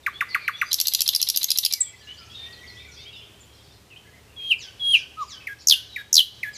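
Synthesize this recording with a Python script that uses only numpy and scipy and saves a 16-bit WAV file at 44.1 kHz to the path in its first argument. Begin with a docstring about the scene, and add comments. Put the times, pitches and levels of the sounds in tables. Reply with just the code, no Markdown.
"""A nightingale sings close by: syrinx tones with weak harmonics make low chucks, swelling whistles, single
calls and two cascades of steep sweeps; sighs are falling notes whose harmonics outweigh the fundamental; noise
bursts and uneven pulses make a rattle of double clicks. Other birds answer with slides from deeper in the wood;
quick sine chirps and noisy flurries, near or far, are heard only as echo. Decaying noise echoes scatter the
notes. Behind lie filtered-noise air and a far motor's hum and rumble. A limiter ducks them under the loud
notes."""
import sys
import numpy as np
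from scipy import signal
from scipy.fft import rfft, irfft
from scipy.io import wavfile
from scipy.ndimage import uniform_filter1d, minimum_filter1d

SR = 44100
rng = np.random.default_rng(int(sys.argv[2]) if len(sys.argv) > 2 else 0)


def put_to_file(sound):
    """Save the sound as 16-bit audio at rate SR, in the file named by the first command-line argument."""
    columns = np.atleast_2d(sound).T  # one column per channel
    safe = np.clip(columns, -1, 1)
    whole_steps = np.round(safe * 32767)
    wavfile.write(sys.argv[1], SR, whole_steps.astype(np.int16))


N = 289737
TIME_S = np.arange(N) / SR

# Levels are source levels, ahead of scattering and limiter.
# air spectrum: (frequency [Hz], gain [dB])
AIR_SPECTRUM = [(25, -14.5), (100, -7), (200, -16), (400, -18), (800, -19.5), (1500, -23), (3100, -22.5),
                (5000, -26.5), (8000, -29.5), (15000, -35.5)]
# far motor hum: (frequency [Hz], rms level before swell and wander [dB])
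MOTOR_HUM = [(73.2, -60.5), (109.8, -61.5), (410, -69.5)]
# quick chirps and noisy flurries, heard as echo: (from [s], to [s], rate [1/s], chirp length [s],
# lowest centre [Hz], highest centre [Hz], top level [dB])
CHIRP_FLURRIES = [(0, 1.5, 32, 0.014, 2110, 4730, -44.5), (1.9, 3.3, 45.5, 0.018, 1990, 5440, -47.5),
                  (1.951, 2.95, 220, 0.0117, 2900, 6850, -52), (2.77, 2.87, 73, 0.027, 1890, 2640, -49),
                  (2.907, 3.02, 200, .016, 4300, 6370, -45.5), (3.086, 3.19, 54, 0.031, 2720, 3080, -44),
                  (3.249, 3.6, 46, .03, 3056, 3400, -57.5), (3.511, 3.76, 144, 0.015, 3560, 5540, -53),
                  (4.03, 4.17, 58, 0.031, 1650, 2170, -57), (4.261, 4.36, 57, 0.019, 2460, 2750, -55),
                  (5.195, 5.235, 350, 0.0088, 4000, 7150, -40),
                  (5.58, 5.615, 420, 0.0093, 3980, 6690, -39.5)]
# clearest far notes: (time [s], length [s], start pitch [Hz], end pitch [Hz], level [dB])
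FAR_ANSWERS = [(1.70, 0.067, 2426, 2265, -40.5), (1.765, 0.064, 2260, 1922, -48),
               (1.832, 0.079, 3600, 3257, -45.5), (2.001, 0.11, 1776, 1708, -53.5),
               (2.069, .067, 2790, 3004, -38), (2.177, 0.03, 4310, 5060, -44),
               (2.18, 0.077, 1526, 1318, -53), (2.296, 0.05, 3210, 3370, -45),
               (2.337, 0.15, 3767, 3600, -38), (2.37, .45, 1795, 1966, -52),
               (2.526, 0.026, 5000, 4080, -42.5), (2.672, 0.041, 5080, 4150, -43),
               (2.763, .066, 3150, 3670, -44), (2.868, 0.093, 1560, 1406, -58),
               (2.965, 0.089, 3230, 3680, -44), (3.053, 0.051, 2890, 3315, -41.5),
               (3.125, 0.083, 4000, 3440, -45), (3.207, 0.041, 2800, 3220, -46),
               (3.404, 0.023, 7600, 7030, -50), (3.9, 0.052, 3095, 2520, -47),
               (3.959, 0.022, 2680, 3150, -43)]
# soft slurs between the loud notes: (time [s], length [s], start pitch [Hz], end pitch [Hz], level [dB])
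SOFT_SLURS = [(.128, 0.1, 3280, 3650, -42.5), (.258, 0.096, 2030, 2033, -43.5),
              (.285, 0.057, 4960, 4160, -36.5), (.349, .11, 2575, 2310, -41), (.40, 0.081, 4940, 3940, -44),
              (.523, .084, 3363, 3530, -38.5), (.55, 0.15, 5760, 6160, -47.5),
              (.644, 0.067, 4750, 4800, -41), (4.385, 0.054, 2430, 2600, -46.5),
              (5.40, 0.029, 2616, 2560, -39.5), (5.88, 0.13, 4000, 3740, -42.5)]
# sighs: (time [s], length [s], level [dB])
SIGH_NOTES = [(4.576, .15, -39), (4.93, .14, -39), (5.269, 0.14, -39), (5.676, .14, -35),
              (6.524, 0.13, -36)]
# throat response in a sigh: (frequency [Hz], gain [dB])
SIGH_THROAT_GAIN = [(1500, -15.5), (2400, -15.5), (3050, -3), (3900, -0.5), (4500, -7), (5300, 5),
                    (7000, -6), (8500, -15), (12000, -5)]
# beak response for harmonics: (frequency [Hz], gain [dB])
BEAK_GAIN = [(1500, -5), (3000, 1.5), (5500, -7.5), (8200, -17.5), (10000, 8.5), (12500, 5.5), (15000, -17)]
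# chucks: (time [s], length [s], resting pitch [Hz], level [dB])
CHUCK_NOTES = [(0.0623, 0.028, 1033, -14.5), (0.207, 0.026, 990, -14), (0.3455, .023, 980, -12.5),
               (.478, 0.023, 938, -14), (0.6136, .024, 987, -13), (5.4684, 0.07, 1629, -21.5),
               (5.959, 0.064, 1662, -21), (6.429, 0.07, 1693, -18)]
# rattle beats: (time [s], relative level of first click [dB])
RATTLE_BEATS = [(.731, 0.5), (0.8016, 1), (0.8711, 1), (0.9373, -2), (1.007, -2.5), (1.0781, -2.5),
                (1.15, 2), (1.2162, -2.5), (1.2885, -4), (1.3616, -3.5), (1.4314, -7), (1.5048, 0),
                (1.5751, -7), (1.6503, -2), (1.7254, -6)]
# click spectrum: (frequency [Hz], gain [dB])
CLICK_SPECTRUM = [(400, -67.5), (900, -36.5), (1500, -33), (2000, -22), (2700, -11), (3600, -3),
                  (5400, -0.5), (7300, -5), (8400, -13.5), (10200, -7), (11300, -9), (12500, 1.5),
                  (14000, -13.5), (16000, -33)]
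# swelling whistles: (start [s], slur [s], held pitch [Hz], level at top of swell [dB], extra of final push [dB])
SWELLING_WHISTLES = [(4.362, 4.519, 3240, -23.5, 14.5), (4.794, 4.948, 3273, -15.5, 9)]
# high peep and low moan: (time [s], length [s], start [Hz], middle [Hz], end [Hz], level [dB])
SINGLE_CALLS = [(1.802, .024, 9450, 7586, 7660, -10.5), (5.162, .097, 1225, 1227, 873, -28)]
# cascades: (centre of first sweep [s], sweep spacing [s], sweeps [count], first pitch [Hz], last pitch [Hz],
# level [dB], last sweep relative [dB])
SWEEP_CASCADES = [(5.673, .0127, 6, 6160, 3006, 0.5, -11.5), (6.1304, .0126, 7, 6396, 3040, 1.5, -9)]

AIR_DB, RUMBLE_DB = -54, -60
SIGH_TOP_HZ, SIGH_REST_HZ, SIGH_FALL_S = 2550, 1508, 0.047
CHUCK_TOP_HZ, CHUCK_FALL_S, CHUCK_HELD_DB = 2856, 0.0074, -11.5
FIRST_GAP_S, GAP_S, GAP_SETTLE_S = 0.012, 0.0122, 0.15  # second click lags slightly more along the rattle
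CLICK_PEAK_S = 0.004  # from start of burst to peak of its envelope
CLICKS_DB, SECOND_CLICK_DB = 1, 0.5  # gain of all clicks; relative level of the second
SHARP_HZ, SETTLE_S = 190, 0.01565  # a whistle starts sharp and settles
DROP_HZ, DROP_S, AFTER_SLUR_S = 906, 0.007, 0.0266  # slur that ends it
SWELL_FROM_DB, PUSH_S, LET_GO_DB = -24, 0.012, -2.5
SWEEP_FIRST_S, SWEEP_LAST_S = 0.0063, 0.017  # sweeps lengthen along a cascade
SWEEP_OCTAVES, DEEPEST_AT, DEEP_SHARE = 1.284, 0.36, 0.416  # deepest sweep; place and reach as shares of cascade
FIRST_SWEEP_DB = -8.5  # a cascade starts softly
TOP_HZ = 15100


def undb(db):
    """Amplitude ratio of a level in dB."""
    return 10 ** (np.asarray(db) / 20)


def unit(x):
    """Scale to rms 1."""
    return x / np.sqrt(np.mean(x ** 2))


def clock(length_s):
    """Sample times [s] of a short sound."""
    return np.arange(int(length_s * SR)) / SR


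def add(out, start_s, x):
    """Mix x into out from start_s on."""
    i = max(int(start_s * SR), 0)
    out[i:i + len(x)] += x[:max(N - i, 0)]


def noise(size):
    """White noise."""
    return rng.standard_normal(size)


def colour(x, points):
    """Filter by (Hz, dB) points, interpolated over log frequency."""
    hz, db = np.transpose(points)
    bins_hz = np.maximum(np.fft.rfftfreq(len(x), 1 / SR), 1)
    gain = undb(np.interp(np.log(bins_hz), np.log(hz), db))
    return irfft(rfft(x) * gain, len(x))


def walk(size, points_per_s):
    """Random wander: straight lines between normally distributed points."""
    t = np.arange(size) / SR * points_per_s
    points = rng.standard_normal(int(t[-1]) + 2)
    return np.interp(t, np.arange(len(points)), points)


def gate(t, rise_s, fall_s):
    """Rounded opening and closing of a note."""
    opening = np.sin(np.pi / 2 * np.minimum(t / rise_s, 1)) ** 2
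    closing = np.sin(np.pi / 2 * np.minimum((t[-1] - t) / fall_s, 1)) ** 2
    return opening * closing


def arc(t, start_hz, middle_hz, end_hz):
    """Pitch bending smoothly through three points: a parabola in log frequency."""
    curve = np.polyfit([0, 0.5, 1], np.log([start_hz, middle_hz, end_hz]), 2)
    return np.exp(np.polyval(curve, t / t[-1]))


def glide(t, start_hz, end_hz, ease):
    """Pitch sliding from start to end; the larger ease, the sooner it settles."""
    return end_hz * (start_hz / end_hz) ** ((1 - t / t[-1]) ** ease)


def phase_of(hz):
    """Phase [rad] summed from a pitch track."""
    return 2 * np.pi * np.cumsum(hz) / SR


def syrinx(hz, second_db, third_db, waver, rasp_db, fourth_db=-60):
    """Sine with weak harmonics 2-4 passed by the beak; turbulent air shakes its pitch and strength."""
    hz = hz * (1 + waver * walk(len(hz), 884))
    phase = phase_of(hz)
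    tone = np.sin(phase)
    for k, db in enumerate([second_db, third_db, fourth_db], 2):
        beak_db = np.interp(k * hz, *np.transpose(BEAK_GAIN))
        audible = k * hz < SR / 2
        tone += undb(db + beak_db) * np.sin(k * phase) * audible
    return tone * (1 + undb(rasp_db) * walk(len(hz), 2500))


def hiss(size):
    """Air rushing through the throat and open beak: filtered noise, rms 1."""
    spectrum = [(1500, -35), (3500, -16), (5500, -1.0), (8200, -8.5), (10500, -3.5), (13000, 3.0), (16000, -21.5)]
    return unit(colour(noise(size), spectrum))


def slurs(notes, ease, second_db, third_db, waver, rasp_db, hiss_db, rise_share, fall_share):
    """Syrinx notes sliding between two pitches, with hiss; rise and fall are shares of the length."""
    out = np.zeros(N)
    for start_s, length_s, first_hz, last_hz, db in notes:
        t = clock(length_s)
        tone = syrinx(glide(t, first_hz, last_hz, ease), second_db, third_db, waver, rasp_db)
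        tone = tone + undb(hiss_db) * hiss(len(t))
        add(out, start_s, undb(db) * gate(t, rise_share * length_s, fall_share * length_s) * tone)
    return out


def wood(x, twigs_db, leaves_db, trunks_db, direct=1):
    """Scatter from near twigs and the crown of leaves, and a longer, duller echo from far trunks."""
    t = clock(0.8)
    response = np.zeros(len(t))
    response[0] = direct
    leaves_tint = [(1000, -2.0), (2500, 2.0), (5500, -1), (8000, 2.0), (12000, 2.5), (15000, -6)]
    # level [dB], 60 dB decay time [s], onset [s], spectrum
    layers = [(twigs_db, 0.03, 0.002, [(1000, 4), (3000, 3.5), (12000, -1)]),
              (leaves_db, 0.2, 0.008, leaves_tint),
              (trunks_db, 0.95, 0.04, [(1000, 6.0), (3000, -2.5), (6000, -7.5), (12000, -17)])]
    for db, t60_s, onset_s, tint in layers:
        decay = np.exp(-np.log(1000) * t / t60_s)
        echoes = noise(len(t)) * decay * (1 - np.exp(-(t / onset_s) ** 2))
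        response += undb(db) * colour(echoes / np.sqrt(np.sum(echoes ** 2)), tint)
    return signal.fftconvolve(x, response)[:N]


def air():
    """Soft outdoor air: filtered noise of wandering level."""
    return unit(colour(noise(N), AIR_SPECTRUM)) * undb(AIR_DB + 1.13 * walk(N, 3.596))


def motor():
    """Far motor: hum wavering in pitch and level plus low rumble, swelling and fading together."""
    hum = np.zeros(N)
    for hz, rms_db in MOTOR_HUM:
        level = undb(rms_db + 2.1 * walk(N, 5.7)) * np.sqrt(2)
        hum += level * np.sin(phase_of(hz * (1 + 0.02005 * walk(N, 11))))
    spectrum = [(30, -21.0), (70, -1.5), (130, -1.5), (250, -9.0), (420, -7.5), (1200, -29.5), (5000, -54.5)]
    rumble = unit(colour(noise(N), spectrum))
    swell_db = np.interp(TIME_S, [0, 1.5, 2.6, 3.8, 4.5, 6.5], [-1.5, -8.0, 3.0, 0, 0, -1.5])
    return undb(swell_db) * (hum + undb(RUMBLE_DB) * rumble)


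def chirp_flurries():
    """Quick sine chirps of random pitch, slide and level, one per time slot; dense ones blur to noise."""
    out = np.zeros(N)
    for begin_s, end_s, rate_hz, length_s, low_hz, high_hz, db in CHIRP_FLURRIES:
        count = int((end_s - begin_s) * rate_hz)
        for k, (when, pitch, slope, size) in enumerate(rng.random((count, 4))):
            t = clock(length_s)
            slide_octaves = 0.0122 / length_s * (slope - 0.5)  # short chirps slide furthest
            hz = low_hz * (high_hz / low_hz) ** pitch * 2 ** (slide_octaves * (t / t[-1] - 0.5))
            chirp = gate(t, 0.01, 0.0019) * np.sin(phase_of(hz))
            add(out, begin_s + (k + when) / rate_hz, undb(db - 5.1 * size) * chirp)
    return out


def answers_and_flurries():
    """Slurred answers from deeper in the wood, and chirps and flurries near or far, heard only as echo."""
    answers = slurs(FAR_ANSWERS, ease=2.6, second_db=-38, third_db=-49.5, waver=0.012, rasp_db=-10.5,
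                    hiss_db=-44, rise_share=0.13, fall_share=0.13)
    answers = wood(answers, twigs_db=-19.5, leaves_db=-5.5, trunks_db=-7)
    flurries = wood(chirp_flurries(), twigs_db=-4, leaves_db=-2.5, trunks_db=-5.5, direct=0)  # echo only
    return answers + flurries


def sighs(fourth_db=-12, rasp_db=-9):
    """A soft note falls and levels out; the throat favours its harmonics over the fundamental."""
    out = np.zeros(N)
    for start_s, length_s, db in SIGH_NOTES:
        t = clock(length_s)
        hz = SIGH_REST_HZ + (SIGH_TOP_HZ - SIGH_REST_HZ) * np.exp(-(t / SIGH_FALL_S) ** 2)
        phase = phase_of(hz * (1 + 0.0095 * walk(len(t), 877)))
        fading_db = -14 * (t / length_s) ** 2  # harmonics 3 and 4 die away first
        tone = np.zeros(len(t))
        for k, harmonic_db in enumerate([0, 0, fading_db, fading_db + fourth_db], 1):
            throat_db = np.interp(k * hz, *np.transpose(SIGH_THROAT_GAIN))
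            tone += undb(throat_db + harmonic_db) * np.sin(k * phase)
        rasp = 1 + undb(rasp_db) * walk(len(t), 2500)
        add(out, start_s, undb(db) * gate(t, 0.028, 0.044) * tone * rasp)
    return out


def asides():
    """Soft slides and sighs between the loud notes."""
    slides = slurs(SOFT_SLURS, ease=1.3, second_db=-24, third_db=-41, waver=0.014, rasp_db=-9.5,
                   hiss_db=-33, rise_share=0.22, fall_share=0.077)
    return sighs() + slides


def chucks(accent_s=0.0096, hiss_db=-25):
    """A hard push of air starts each note high; the pitch relaxes and the note is held softly."""
    out = np.zeros(N)
    held = undb(CHUCK_HELD_DB)
    for start_s, length_s, rest_hz, db in CHUCK_NOTES:
        t = clock(length_s)
        hz = rest_hz + (CHUCK_TOP_HZ - rest_hz) * np.exp(-t / CHUCK_FALL_S)
        push = held + (1 - held) * np.exp(-(t / accent_s) ** 4)
        tone = syrinx(hz, second_db=-24.0, third_db=-43, fourth_db=-54, waver=0.024, rasp_db=-30.5)
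        tone = tone + undb(hiss_db) * hiss(len(t))
        add(out, start_s, undb(db) * push * gate(t, 0.073 * length_s, 0.0066) * tone)
    return out


def click(rise_s, ring_s, top_hz=6300, low_hz=4300, chirp_db=-4):
    """The syrinx snaps open: a burst of air with a harsh falling chirp in it."""
    t = clock(0.014) - CLICK_PEAK_S
    hz = low_hz + (top_hz - low_hz) / (1 + np.exp(t / 0.001185))
    hz = hz * np.exp(0.0603 * rng.standard_normal())
    chirp = syrinx(hz, second_db=-4.0, third_db=-31.5, waver=0.1233, rasp_db=-8)
    shape = np.exp(np.where(t < 0, t / rise_s, -(np.abs(t) / ring_s) ** 0.91))
    burst = colour(shape * (noise(len(t)) + undb(chirp_db) * chirp), CLICK_SPECTRUM)
    return unit(burst) * np.sqrt(np.mean(shape ** 2)) / 2


def creak(pulse_hz=950, length_s=0.019):
    """A swelling creak of uneven pulses and faint noise."""
    t = clock(length_s)
    cycles = np.cumsum(pulse_hz * (1 + 0.14 * walk(len(t), 810))) / SR
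    pulses = np.diff(np.floor(cycles), prepend=0) + undb(-22.5) * noise(len(t))
    return pulses * gate(t, 0.015, 0.0043) * undb(2 * walk(len(t), 900))


def rattle(lead_s=0.0255):
    """Each beat is a creak, rung through the throat and wide-open beak, and two clicks."""
    clicks, creaks = np.zeros(N), np.zeros(N)
    for first_s, first_db in RATTLE_BEATS:
        settling = np.exp((RATTLE_BEATS[0][0] - first_s) / GAP_SETTLE_S)
        second_s = first_s + GAP_S + (FIRST_GAP_S - GAP_S) * settling
        add(clicks, first_s - CLICK_PEAK_S, undb(first_db) * click(rise_s=0.00037, ring_s=0.0015))
        add(clicks, second_s - CLICK_PEAK_S, undb(SECOND_CLICK_DB) * click(rise_s=0.00083, ring_s=0.0013))
        add(creaks, first_s - lead_s, creak())
    throat = [(900, -26.5), (2200, -18), (3100, -6.5), (3900, 7.5), (5000, -6.0), (7500, -20),
              (11500, -17.5), (15000, -36.0)]
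    return undb(CLICKS_DB) * clicks + colour(creaks, throat)


def whistle(pitch_hz, blow_db):
    """A clear note with airy edge; blowing harder shifts the third harmonic and thins the edge."""
    third_db = np.interp(blow_db, [-27.5, -17.5, 2], [-40, -22, -25])
    tone = syrinx(pitch_hz, second_db=-29.5, third_db=third_db, fourth_db=-48.5, waver=0.0072, rasp_db=-29.5)
    halo_spectrum = [(2500, -31.5), (3800, 3.5), (5200, -17), (6500, -14.5), (15000, -45.5)]
    halo = unit(colour(noise(len(pitch_hz)), halo_spectrum))
    halo_db = -27 - 0.38 * np.maximum(blow_db + 24, 0)
    breath = undb(-37.5) * hiss(len(pitch_hz)) + undb(halo_db) * halo
    return (tone + breath) * undb(blow_db)


def swelling_whistles():
    """The breath swells steadily, pushes through a downward slur and lets go."""
    out = np.zeros(N)
    for start_s, slur_s, held_hz, db, push_db in SWELLING_WHISTLES:
        t = clock(slur_s - start_s + AFTER_SLUR_S)
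        late_s = start_s + t - slur_s
        dropped = (1 + np.tanh(late_s / DROP_S / 2)) / 2
        pitch_hz = held_hz + SHARP_HZ * np.exp(-t / SETTLE_S) - DROP_HZ * dropped
        swell = np.interp(t, [0, slur_s - start_s], [undb(SWELL_FROM_DB), 1])
        push = push_db * np.exp(-(late_s / PUSH_S) ** 2)
        blow_db = db + 20 * np.log10(swell) + push + LET_GO_DB * dropped ** 2
        add(out, start_s, whistle(pitch_hz, blow_db) * gate(t, 0.0033, 0.0023))
    return out


def single_calls():
    """Clear whistled notes that bend in pitch, rise and fade."""
    out = np.zeros(N)
    for start_s, length_s, first_hz, middle_hz, last_hz, db in SINGLE_CALLS:
        t = clock(length_s)
        note = whistle(arc(t, first_hz, middle_hz, last_hz), db)
        add(out, start_s, note * gate(t, 0.4 * length_s, 0.37 * length_s))
    return out


def cascades():
    """Steep falling sweeps in quick succession, each lower and longer, flatten out into a whistle."""
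    sweeps = []
    for start_s, spacing_s, count, top_hz, bottom_hz, db, last_db in SWEEP_CASCADES:
        for k, along in enumerate(np.linspace(0, 1, round(count))):
            hz = bottom_hz + (top_hz - bottom_hz) * np.cos(np.pi / 2 * along ** 1.08) ** 2
            length_s = SWEEP_FIRST_S + (SWEEP_LAST_S - SWEEP_FIRST_S) * along ** 2.4
            depth = np.exp(-((along - DEEPEST_AT) / DEEP_SHARE) ** 2)
            reach = 2 ** (SWEEP_OCTAVES / 2 * depth)
            effort_db = db + FIRST_SWEEP_DB * (1 - along) ** 2 + last_db * along ** 6
            begin_s = start_s + k * spacing_s - length_s / 2
            sweeps.append((begin_s, length_s, hz * reach, hz / reach, effort_db))
    return slurs(sweeps, ease=1.05, second_db=-18.5, third_db=-25.0, waver=0.031, rasp_db=-19,
                 hiss_db=-18, rise_share=0.54, fall_share=0.38)


def nightingale():
    """Loud notes scatter a little; soft notes arrive mostly by way of the leaves."""
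    soft = wood(asides(), twigs_db=-9.5, leaves_db=-5.0, trunks_db=-7.5, direct=0.63)
    loud = chucks() + rattle() + swelling_whistles() + single_calls() + cascades()
    return soft + wood(loud, twigs_db=-10, leaves_db=-12.5, trunks_db=-25.5)


def scene():
    """All sources at one microphone, the same left and right."""
    return np.tile(air() + motor() + answers_and_flurries() + nightingale(), (2, 1))


def record(dry, ceiling_db=-3, recovery_db_per_s=30, low_cut_hz=42):
    """Deep bass cut, then a limiter that holds peaks down and recovers slowly, then the top cut."""
    sound = signal.sosfilt(signal.butter(3, low_cut_hz, "high", fs=SR, output="sos"), dry)
    over_db = np.maximum(20 * np.log10(np.abs(sound[0]) + 1e-9) - ceiling_db, 0)
    recovery_db = recovery_db_per_s * TIME_S
    cut_db = np.maximum.accumulate(over_db + recovery_db) - recovery_db
    # centred windows: gain falls smoothly ahead of a peak
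    gain = uniform_filter1d(minimum_filter1d(undb(-cut_db), size=129), size=129)
    return signal.sosfilt(signal.ellip(8, 0.2, 70, TOP_HZ, fs=SR, output="sos"), sound * gain)


dry = scene()
out = record(dry)
put_to_file(out)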